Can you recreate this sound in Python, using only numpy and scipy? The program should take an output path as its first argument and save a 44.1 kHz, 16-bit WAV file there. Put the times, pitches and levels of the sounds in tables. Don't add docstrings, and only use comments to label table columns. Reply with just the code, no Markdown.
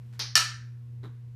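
import sys
import numpy as np
from scipy import signal
from scipy.fft import rfft, irfft
from scipy.io import wavfile
from scipy.ndimage import uniform_filter1d

SR = 44100
rng = np.random.default_rng(int(sys.argv[2]) if len(sys.argv) > 2 else 0)


def store_pcm(level_fs):
    pcm = np.round(np.clip(level_fs, -1, 1) * 32767).astype(np.int16)
    wavfile.write(sys.argv[1], SR, np.atleast_2d(pcm).T)


N = 59535

# t/s, level/dB
BLADE_HITS = [(0.3543, 9.14)]
BRUSH = [(0.1937, -16)]
GLANCES = [(0.1938, -16.5), (0.1972, -9.5), (0.1996, -9.5), (0.2018, -9.5), (0.2069, -14)]
LANDINGS = [(1.030, -27), (1.039, -19.5), (1.0465, -22.5), (1.0545, -22.5)]
RELEASE = [(0.127, -40), (0.135, -38.5)]
# f/Hz, relative level/dB
CRACK_SPECTRUM = [(120, -35.5), (300, -25), (480, -25), (650, -14.5), (850, -18), (1130, -11.5), (1330, -2),
                  (1550, -7), (1790, -6.5), (2060, -12), (2450, -4), (2680, -9.5), (2930, -2.5),
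                  (3400, -9.5), (4400, -2), (4900, -5.5), (5600, -1.5), (6800, -10), (9000, -13.5),
                  (11000, -19.5), (15000, -24)]
BRUSH_SPECTRUM = [(100, -13.5), (220, 4), (450, 0), (650, 1), (850, -1), (1200, 4), (3000, -0.5),
                  (7000, -8), (15000, -17.5)]
GLANCE_SPECTRUM = [(120, -22.5), (280, -17), (1000, -13.5), (2900, -9.5), (4300, 0.5), (5400, 0),
                   (6200, -4.5), (7800, -35), (9700, -20), (11500, -32.5), (15000, -35)]
THUD_SPECTRUM = [(70, -16), (150, 7.5), (260, -2), (440, 4), (560, -15), (950, -11), (1600, -14),
                 (2900, -26.5), (3900, -20), (5000, -32.5), (15000, -44)]
RELEASE_SPECTRUM = [(300, -16), (1400, 3), (4000, -3), (8000, -10.5), (15000, -20)]
# f/Hz, relative level/dB, T60/s
BLADE_MODES = [(983, -9, 0.38), (1081.7, -15, .28), (1294, -1, .3), (1706, -10, 0.35), (1767, -1, 0.44),
               (2430, -5.5, 0.23), (2451, -3, 0.19), (2853, -7, .32), (2942, -2.5, .34), (4030, -7, .28),
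               (4372, -1.5, 0.17), (4432.4, -4, .28), (5070, -3, 0.22), (5850, -5.5, .26)]
OBJECT_MODES = [(4050, -7, 0.019), (5350, -1.5, .022), (5937.7, -9, .014)]
# t/s, level/dB, f/Hz
LANDING_TICKS = [(1.0343, -50.5, 3860), (1.0392, -44.5, 1980), (1.0471, -39.5, 1140), (1.055, -53.5, 3840),
                 (1.0575, -55, 1320), (1.073, -51.5, 1000), (1.096, -59, 1090)]
# f/Hz, level/dB
HUM_HARMONICS = [(60, -71), (120.05, -42.5), (240.1, -71), (360.2, -77.5), (480.2, -77), (720.3, -90),
                 (960.4, -87), (1080.5, -87)]
# f/Hz, relative level/dB
RUSTLE_SPECTRUM = [(200, -5), (700, -2), (2000, -2), (4000, -9), (8000, -15), (15000, -16)]
AIR_SPECTRUM = [(20, -17), (40, -14), (60, -4), (85, 5), (150, -6), (190, -10.5), (235, -2.5), (275, -18.5),
                (350, -15), (450, -27), (600, -26.5), (1000, -27.5), (2000, -28), (4000, -33.5),
                (8000, -39.5), (15000, -42)]
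# f/Hz, T60/s
ROOM_T60 = [(150, .3), (500, 0.28), (1000, 0.34), (1700, 0.51), (3000, 0.37), (5500, 0.38), (8000, .31),
            (14000, .22)]
# delay/s, amplitude ratio
REFLECTIONS = [(.0074, 0.23), (0.0103, 0.1), (0.0125, .35), (.022, 0.4)]


def blade_strike():
    bodies = undb(-26.5) * ring(BLADE_MODES, waver_db=2) + undb(-6) * ring(OBJECT_MODES)
    radiated = high_pass(bodies, hz=1100, order=4)
    ringing = convolve(impulses([(s, 0) for s, _ in BLADE_HITS]), radiated)
    return ringing + contact(BLADE_HITS, CRACK_SPECTRUM, t60=0.018, wet_db=1)


def glance():
    edge = high_pass(rng.standard_normal(N) * decay(t60=0.0052), hz=4700, order=1)
    snap = convolve(impulses([(s, -31.5) for s, _ in BRUSH]), edge)
    brush = contact(BRUSH, BRUSH_SPECTRUM, t60=0.031, wet_db=-2.5)
    rattle = contact(GLANCES, GLANCE_SPECTRUM, t60=0.014, wet_db=1.5)
    return snap + brush + rattle


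def landing(tick_t60=0.0097):
    ticks = sum(convolve(impulses([(s, db)]), ring([(hz, 0, tick_t60)])) for s, db, hz in LANDING_TICKS)
    return convolve(ticks, room(wet_db=-13)) + contact(LANDINGS, THUD_SPECTRUM, t60=0.033, wet_db=-5)


def toss(swing_end_s=0.3, fade_s=0.15):
    swing = np.clip((swing_end_s - np.arange(N) / SR) / fade_s, 0, 1)
    rustle = undb(-73) * swing * noise(RUSTLE_SPECTRUM)
    return rustle + contact(RELEASE, RELEASE_SPECTRUM, t60=0.03, wet_db=2.5)


def motor_hum():
    t, hum = np.arange(N) / SR, 0
    for k, (hz, db) in enumerate(HUM_HARMONICS):
        waver_db = 0.9 if k == 1 else 1.5
        amplitude = np.sqrt(2) * undb(db + waver_db * drift(per_s=18))
        hum = hum + amplitude * np.sin(2 * np.pi * (hz * t + rng.random()))
    return hum


def moving_air(flutter_db=3.5, flutter_below_hz=600):
    air = noise(AIR_SPECTRUM)
    bass = signal.sosfiltfilt(signal.butter(2, flutter_below_hz, fs=SR, output="sos"), air)
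    flutter = undb(flutter_db * drift(per_s=13))
    return undb(-60) * (air - bass + bass * flutter)


def room(wet_db, size=20480, build_s=0.004, grain=0.45):
    t, hz = np.arange(size) / SR, np.fft.rfftfreq(size, 1 / SR)
    scatter = rfft(rng.standard_normal(size) * np.exp(grain * rng.standard_normal(size)))
    tail = 0
    for centre, t60 in ROOM_T60:
        band = along([(f, f == centre) for f, _ in ROOM_T60], hz)
        tail = tail + irfft(scatter * band) * decay(t60, size)
    response = undb(wet_db) * unit_energy(tail * (1 - np.exp(-t / build_s)))
    response[0] += 1
    for delay, gain in REFLECTIONS:
        response[int(delay * SR)] += gain
    return response


def contact(rows, spectrum, t60, wet_db):
    pulse, out = click(spectrum), np.zeros(N)
    for s, db in rows:
        start = int(s * SR)
        burst = convolve(noise_burst(t60), pulse)
        heard = convolve(burst, room(wet_db))[:N - start]
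        out[start:start + len(heard)] += undb(db) * heard
    return out


def ring(modes, waver_db=0):
    t, out = np.arange(N) / SR, 0
    for k, (hz, db, t60) in enumerate(modes):
        level_db = db + waver_db * drift(per_s=45) if waver_db else db
        out = out + (-1) ** k * undb(level_db) * decay(t60) * np.sin(2 * np.pi * hz * t)
    return out


def click(spectrum, size=2048):
    magnitude = undb(along(spectrum, np.fft.rfftfreq(size, 1 / SR)))
    cepstrum = irfft(np.log(magnitude))
    cepstrum[1:size // 2] *= 2
    cepstrum[size // 2 + 1:] = 0
    return unit_energy(irfft(np.exp(rfft(cepstrum))))


def noise_burst(t60, size=4096, smooth_bins=16):
    spectrum = rfft(rng.standard_normal(size) * decay(t60, size), 2 * size)
    power = uniform_filter1d(np.abs(spectrum) ** 2, smooth_bins)
    return unit_energy(irfft(spectrum / np.sqrt(power))[:size])


def noise(spectrum):
    magnitude = undb(along(spectrum, np.fft.rfftfreq(N, 1 / SR)))
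    x = irfft(rfft(rng.standard_normal(N)) * magnitude, N)
    return x / x.std()


def impulses(rows):
    out = np.zeros(N)
    for s, db in rows:
        out[int(s * SR)] += undb(db)
    return out


def drift(per_s):
    hold = int(SR / per_s)
    steps = np.repeat(rng.standard_normal(N // hold + 4), hold)
    return np.sqrt(2) * uniform_filter1d(uniform_filter1d(steps, hold), hold)[hold:hold + N]


def decay(t60, size=N):
    return np.exp(-np.log(1000) * np.arange(size) / SR / t60)


def high_pass(x, hz, order):
    return signal.sosfilt(signal.butter(order, hz, "high", fs=SR, output="sos"), x)


def convolve(x, response):
    return signal.fftconvolve(x, response)[:N]


def along(points, hz):
    f, values = np.array(points, float).T
    return np.interp(np.log(np.maximum(hz, 1)), np.log(f), values)


def unit_energy(x):
    return x / np.sqrt(np.sum(x ** 2))


def undb(db):
    return 10 ** (np.asarray(db) / 20)


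def scene():
    return (motor_hum() + moving_air() + toss() + glance() + blade_strike() + landing())[None]


def record(dry, top_hz=15000):
    rounded = np.tanh(1.214 * dry) / 1.168
    return signal.sosfilt(signal.ellip(10, .2, 70, top_hz, fs=SR, output="sos"), rounded)


dry = scene()
out = record(dry)
store_pcm(out)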